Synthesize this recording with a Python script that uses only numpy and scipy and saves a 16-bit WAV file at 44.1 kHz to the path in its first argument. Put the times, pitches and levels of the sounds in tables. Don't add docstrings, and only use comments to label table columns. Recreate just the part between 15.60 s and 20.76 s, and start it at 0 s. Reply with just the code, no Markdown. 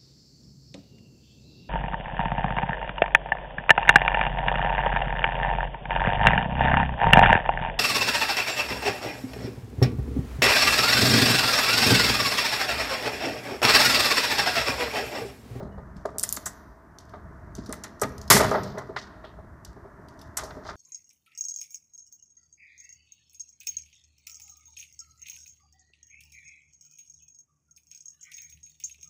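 import sys
import numpy as np
from scipy import signal
from scipy.fft import irfft
from scipy.io import wavfile

SR = 44100
rng = np.random.default_rng(int(sys.argv[2]) if len(sys.argv) > 2 else 0)


def output_pcm(signal):
    pcm = np.clip(np.atleast_2d(signal).T, -1, 1) * 32767
    wavfile.write(sys.argv[1], SR, np.round(pcm).astype(np.int16))


N = 227464


def amp(db):
    return 10 ** (np.asarray(db) / 20)


def evened(x):
    return x / np.sqrt(np.mean(x ** 2) + 1e-20)


def read(points, hz):
    f, value = np.transpose(points)
    return np.interp(np.log(hz + 1), np.log(f + 1), value)


def level(rows):
    return amp(np.interp(np.arange(N) / SR, *np.transpose(rows)))


def add(mix, s, sound):
    part = mix[max(round(s * SR), 0):][:len(sound)]
    part += sound[:len(part)]


def noise(colour, size):
    hz = np.fft.rfftfreq(size, 1 / SR)
    phases = np.exp(2j * np.pi * rng.random(len(hz)))
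    return evened(irfft(amp(colour(hz)) * phases, size))


def lumps(rate_hz, size):
    return noise(lambda f: -40 * np.log10(1 + (f / rate_hz) ** 2), size)


def uneven(spacing_hz, depth_db):
    hz = np.arange(0, SR / 2, spacing_hz)
    return np.c_[hz, depth_db * rng.standard_normal(size=4096)[:len(hz)]]


def hump(hz, centre_hz, below, above, depth_db):
    octaves = np.log2((hz + 1) / centre_hz)
    spread = np.where(octaves < 0, below, above)
    drop_db = 10 / np.log(10) * (octaves / spread) ** 2
    return -depth_db * np.tanh(drop_db / depth_db)


def fade(x, ring, gain=((1, 0), (2, 0))):
    hz, t, z = signal.stft(x, SR, nperseg=256)
    fading_db = -60 * t / read(ring, hz)[:, None]
    z = z * amp(read(gain, hz)[:, None] + fading_db)
    return signal.istft(z, SR, nperseg=256)[1][:len(x)]


def blow(colour, rise, t60, chatter_db=0, size=16384):
    t = np.arange(size) / SR
    envelope = np.minimum(t / rise, 1) * amp(-60 * np.maximum(t - rise, 0) / t60)
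    chatter = amp(chatter_db * lumps(170.1, size))
    sound = noise(colour, size) * envelope * chatter
    return sound * np.linalg.norm(envelope) / np.linalg.norm(sound)


# (frequency [Hz], relative level per Hz [dB])
HISS_COLOUR = [(100, -11), (200, -0.5), (340, -0.5), (430, -5.5), (520, -13.5), (650, 1), (770, -10.5),
               (950, -4), (1400, -8.5), (1850, -11.5), (2450, -32.5), (3200, -43), (6000, -34.5),
               (15000, -60)]
# (time [s], relative level [dB])
HISS_LEVEL = [(0, -51), (.9, -47.5), (1.2, -53), (1.8, -49), (3.5, -47.5), (3.9, -52), (5.15, -46.5)]
# (frequency [Hz], relative level per Hz [dB])
RUMBLE_COLOUR = [(20, -19), (40, -3.5), (60, 6), (120, -2), (200, -5), (320, -27.5), (700, -46)]
# (time [s], relative level [dB])
RUMBLE_LEVEL = [(0.0, -46.5), (1.28, -57.5), (1.88, -45.5), (2.27, -60.5), (2.77, -39.5), (3.24, -57),
                (3.53, -53.5), (4.17, -50), (4.35, -54.5), (5.15, -51)]
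RUMBLE_TRIM_DB, SELF_NOISE_DB = 3, -78


def outdoors():
    hiss_colour = lambda f: read(HISS_COLOUR, f) - 10 * np.log10(1 + (170 / (f + 1)) ** 4)
    rumble_colour = lambda f: read(RUMBLE_COLOUR, f) - 30 * np.log10(1 + (f / 1500) ** 2)
    hiss = amp(-2.0) * noise(hiss_colour, size=N) * level(HISS_LEVEL)
    lumpy_gain = amp(RUMBLE_TRIM_DB + 2.0 * lumps(22, N))
    rumble = noise(rumble_colour, size=N) * level(RUMBLE_LEVEL) * lumpy_gain
    own_noise = amp(SELF_NOISE_DB) * rng.standard_normal(N)
    return hiss + rumble + own_noise


KNOCK_DB, KNOCK_RISE_S, KNOCK_DB_PER_HALVING = -28.5, 0.0033, 18
KNOCK_HZ, KNOCK_OCTAVES, KNOCK_WIDENING = 700, 0.81, 0.32


def knock(db, hz, t60):
    rise = KNOCK_RISE_S * 2 ** ((KNOCK_DB - db) / KNOCK_DB_PER_HALVING)
    spread = KNOCK_OCTAVES * (hz / KNOCK_HZ) ** KNOCK_WIDENING
    # (frequency [Hz], level [dB])
    softness = [(1900, -2), (2600, -14.0), (4000, -1.0), (9000, -15), (15000, -31.5)]
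    colour = lambda f: hump(f, hz, spread, spread, depth_db=36.5) + read(softness, f)
    return amp(db) * blow(colour, rise, t60, chatter_db=2.0)


# (time [s], relative level [dB], centre frequency [Hz], ring t60 [s])
DULL_KNOCKS = [ (.0, -39, 500, 0.42), (0.025, -37, 189, 0.23), (.175, -42.5, 570, 0.18),
               (0.357, -41, 165, 0.083), (0.4526, -23.5, 596, 0.055), (0.487, -38.5, 736, 0.029),
               (0.544, -43.5, 472, 0.19), (.635, -30.5, 1620, 0.038), (.7673, -31.5, 1450, 0.04),
               (0.774, -40, 219, 0.038), (0.86, -31.5, 1320, 0.086), (1.533, -40, 750, 0.18),
               (1.98, -30.5, 196, 0.065), (2.088, -33.5, 260, 0.085), (2.093, -40.5, 650, 0.19),
               (2.126, -34.5, 1450, 0.059), (2.236, -38.5, 1460, 0.14), (2.418, -21, 710, 0.1),
               (2.431, -33.5, 185, 0.21), (2.432, -25, 1320, 0.058), (2.709, -7.5, 1450, 0.054),
               (2.745, -21, 137.5, 0.14), (2.763, -13, 1210, 0.057), (2.797, -17.5, 820, 0.27),
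               (2.846, -21.5, 965, 0.068), (2.913, -18.5, 653, 0.092), (2.94, -20, 770, 0.21),
               (3.057, -36.5, 570, 0.11), (3.143, -40.5, 544, 0.25), (3.172, -32, 812, 0.19),
               (3.289, -36.5, 421.4, .12), (3.362, -24, 1360, 0.064), (3.637, -40, 895, 0.068),
               (3.784, -46, 550, .085), (4.161, -47.5, 446, 0.11), (4.239, -48, 446.4, .16),
               (4.769, -31, 1450, 0.17), (4.817, -40, 673, 0.5), (4.904, -39, 1470, 0.042),
               (4.96, -39, 414, 0.095), (5.05, -42.5, 900, 0.5), (5.088, -33, 1080, 0.11)]
BUMPS_PER_S, BUMPS_DB = 3.3, -54.5


def knocks():
    out = np.zeros(N)
    for s, *row in DULL_KNOCKS:
        add(out, s, knock(*row))
    for when, strength, pitch in rng.random((int(BUMPS_PER_S * N / SR), 3)):
        bump = knock(BUMPS_DB + 7 * strength, 330 + 400 * pitch, t60=0.015)
        add(out, when * N / SR, bump)
    return out


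# (frequency [Hz], width [Hz], relative level [dB])
BODY_RESONANCES = [(105.9, 31, 5.5), (132.5, 13, 2.5), (195, 34, 4), (255.6, 25, 0), (407.8, 44, 9),
                   (620, 36, 8), (886, 44, -3), (1049, 4.3, -3), (1223, 60, 5), (1810, 4.8, -6),
                   (1876, 21, 1), (2018, 27, 2), (3530, 61, -11), (6285, 77, -6.5)]


def body(x):
    rings = np.zeros(N)
    for hz, width, db in BODY_RESONANCES:
        resonance = signal.iirpeak(hz, hz / width, SR)
        rings += amp(db) * signal.lfilter(*resonance, x)
    return x + amp(-1.0) * rings


# (frequency [Hz], t60 [s])
TAIL_FADING = [(100, 2), (500, 0.44), (1500, 0.71), (3000, 0.71), (5000, 0.9249), (8000, 0.19),
               (15000, 0.94)]
# (frequency [Hz], relative level [dB])
TAIL_STRENGTH = [(100, -8.5), (500, -9.5), (1500, -14.5), (2800, -13.5), (5000, -19.5), (8000, -19.5),
                 (15000, -24)]


def tail(x):
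    t = np.arange(SR) / SR
    flat_noise = noise(lambda f: 0 * f, size=SR)
    swelling_noise = flat_noise * np.minimum(t / 0.0017, 1) / np.sqrt(0.058 * SR)
    return signal.fftconvolve(x, fade(swelling_noise, TAIL_FADING, TAIL_STRENGTH))[:N]


# (time [s], relative level [dB], frequency [Hz], t60 [s])
HIGH_PEEP = (.118, -63, 2927, .18)


def peep():
    s, db, hz, t60 = HIGH_PEEP
    t, out = np.arange(SR // 4) / SR, np.zeros(N)
    envelope = amp(db - 60 * t / t60) * np.minimum(t / 0.0025, 1)
    add(out, s, envelope * np.sin(2 * np.pi * hz * t))
    return out


# (time [s], relative level [dB], snap t60 [s])
METAL_CLICKS = [ (0.367, -50, 0.015), (.456, -42, 0.029), (0.5843, -13.5, 0.0066), (0.5958, -15.5, 0.0082),
                (0.631, -13.5, .0036), (0.6346, -10.5, 0.011), (0.636, -19, 0.031), (.691, -16, 0.0086),
                (0.726, -7.5, 0.0034), (.765, -27.5, 0.05), (.858, -24, 0.096), (1.386, -37.5, 0.019),
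                (1.403, -53, 0.023), (1.494, -53, 0.016), (1.9517, -34.5, 0.018), (2.061, -42.5, 0.046),
                (2.094, -38, 0.0059), (2.1258, -23, 0.011), (2.237, -31.5, 0.052), (2.3978, -37, 0.0068),
                (2.4158, -20.5, 0.048), (2.433, -29.5, 0.036), (2.5808, -37.5, 0.016),
                (2.615, -34.5, 0.015), (2.678, -40, 0.034), (2.911, -34, 0.033), (3.0332, -38.5, 0.053),
                (3.182, -41, 0.067), (4.049, -37, 0.028), (4.485, -50, .035), (4.591, -49, .036),
                (4.614, -46, 0.058), (4.7708, -20, 0.0578), (4.836, -41, 0.1)]
# (multiple of its centre frequency, relative level [dB])
SNAP_COLOUR = [(.02, -49.5), (.15, -37), (.4, -25.5), (.7, -3), (1, 2.5), (1.3, -8), (1.8, -12.5), (3, -18)]
CLICK_DB, CLICK_HZ, CLICK_DB_PER_OCTAVE = -37.5, 5946, 41.5
LINGER_DB, LINGER_SLOPE, LINGER_HZ = -58.5, 0.46, 5400
SETTLE_S, SETTLE_DB = 0.1, 3


def clicks():
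    out, parts = np.zeros(N), uneven(spacing_hz=170, depth_db=2)
    linger = lambda f: hump(f, LINGER_HZ, below=.6, above=.36, depth_db=23.5) + read(parts, f)
    for s, db, t60 in METAL_CLICKS:
        hz = CLICK_HZ * 2 ** ((db - CLICK_DB) / CLICK_DB_PER_OCTAVE)
        linger_db = LINGER_DB + LINGER_SLOPE * (db - CLICK_DB)
        spot = uneven(spacing_hz=450, depth_db=3.5)
        metal = lambda f: read(parts, f) + read(spot, f)
        snap = lambda f: read(np.multiply(SNAP_COLOUR, (hz, 1)), f) + metal(f)
        tinkle = lambda f: hump(f, hz, below=0.78, above=0.7 * hz / 6500, depth_db=38.5) + metal(f)
        rise = .04 * t60
        add(out, s - rise / 2, amp(db) * blow(snap, rise, t60))
        add(out, s, amp(db - 19.5) * blow(tinkle, rise=0.0025, t60=0.12, chatter_db=3.5))
        add(out, s, amp(linger_db) * blow(linger, rise=0.0043, t60=0.3, chatter_db=1.0))
        for late in rng.random(size=2):
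            rebound = blow(snap, rise=0.0004, t60=.012, size=2048)
            add(out, s + late * SETTLE_S, amp(linger_db + SETTLE_DB) * rebound)
    return out


# (time [s], relative level [dB], centre frequency [Hz], rise [s], t60 [s])
METAL_SCRAPES = [(1.536, -66, 3730, 0.0056, 0.2), (1.955, -56, 5090, 0.004, 1),
                 (3.04, -47, 4750, 0.0078, 0.31), (3.363, -36, 3080, 0.0036, 0.073),
                 (3.367, -42, 4650, 0.021, 0.25), (3.638, -51, 3500, 0.011, 0.23),
                 (4.05, -56.5, 5200, 0.0028, 0.16), (4.775, -41, 5900, .006, 0.4),
                 (5.03, -45, 4800, .065, 0.14)]


def scrapes():
    out = np.zeros(N)
    for s, db, hz, rise, t60 in METAL_SCRAPES:
        colour = lambda f: hump(f, hz, below=0.43, above=0.35, depth_db=32.5)
        add(out, s, amp(db) * blow(colour, rise, t60, chatter_db=3.5))
    return out


# (frequency [Hz], relative level per Hz [dB])
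BANG_COLOUR = [(30, -30.5), (70, -12.5), (130, -2.5), (280, -4), (600, -5), (1200, -1), (2000, 0.5),
               (2600, -10), (4000, -7), (6000, -3.5), (8500, -4), (12000, -4), (15000, -12)]
# (frequency [Hz], t60 [s])
BANG_FADING = [(100, 0.51), (400, 0.65), (1200, 0.16), (2500, 0.4), (5000, 0.36), (9000, 0.28),
               (15000, 0.19)]
BANG_S, BANG_DB, BANG_RISE_S = 2.7013, -6, 0.0012
CRACK_DB, CRACK_T60_S = -9, .03
RATTLE_DB, RATTLE_BUILD_S = 3, .12
FENCE_DELAY_S, FENCE_DB = .058, -19.5


def bang():
    t, parts = np.arange(SR) / SR, uneven(spacing_hz=70, depth_db=2)
    blast_noise = noise(lambda f: read(BANG_COLOUR, f) + read(parts, f), size=SR)
    blast = fade(blast_noise, BANG_FADING) * np.minimum(t / BANG_RISE_S, 1)
    rattle = amp(RATTLE_DB * np.minimum(t / RATTLE_BUILD_S, 1) * lumps(260, SR))
    crack_colour = lambda f: hump(f, 7800, below=.6, above=.55, depth_db=26)
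    crack = blow(crack_colour, rise=.0004, t60=CRACK_T60_S)
    thrown_back = blow(lambda f: read(BANG_COLOUR, f), rise=0.012, t60=0.11, chatter_db=-2.5)
    out = np.zeros(N)
    add(out, BANG_S, amp(BANG_DB) * blast * rattle)
    add(out, BANG_S, amp(CRACK_DB) * crack)
    add(out, BANG_S + FENCE_DELAY_S, amp(FENCE_DB) * thrown_back)
    return out


def scene():
    near = body(knocks() + clicks() + scrapes() + bang()) + peep()
    return (amp(-2.5) * near + tail(near) + outdoors())[None]


EDGE_HZ = 15150


def record(dry):
    rounded = dry / (1 + (dry / .9) ** 4) ** .25
    low_pass = signal.firwin(401, EDGE_HZ, window=("kaiser", 8), fs=SR)
    return signal.oaconvolve(rounded, low_pass[None], "same")


dry = scene()
out = record(dry)
output_pcm(out)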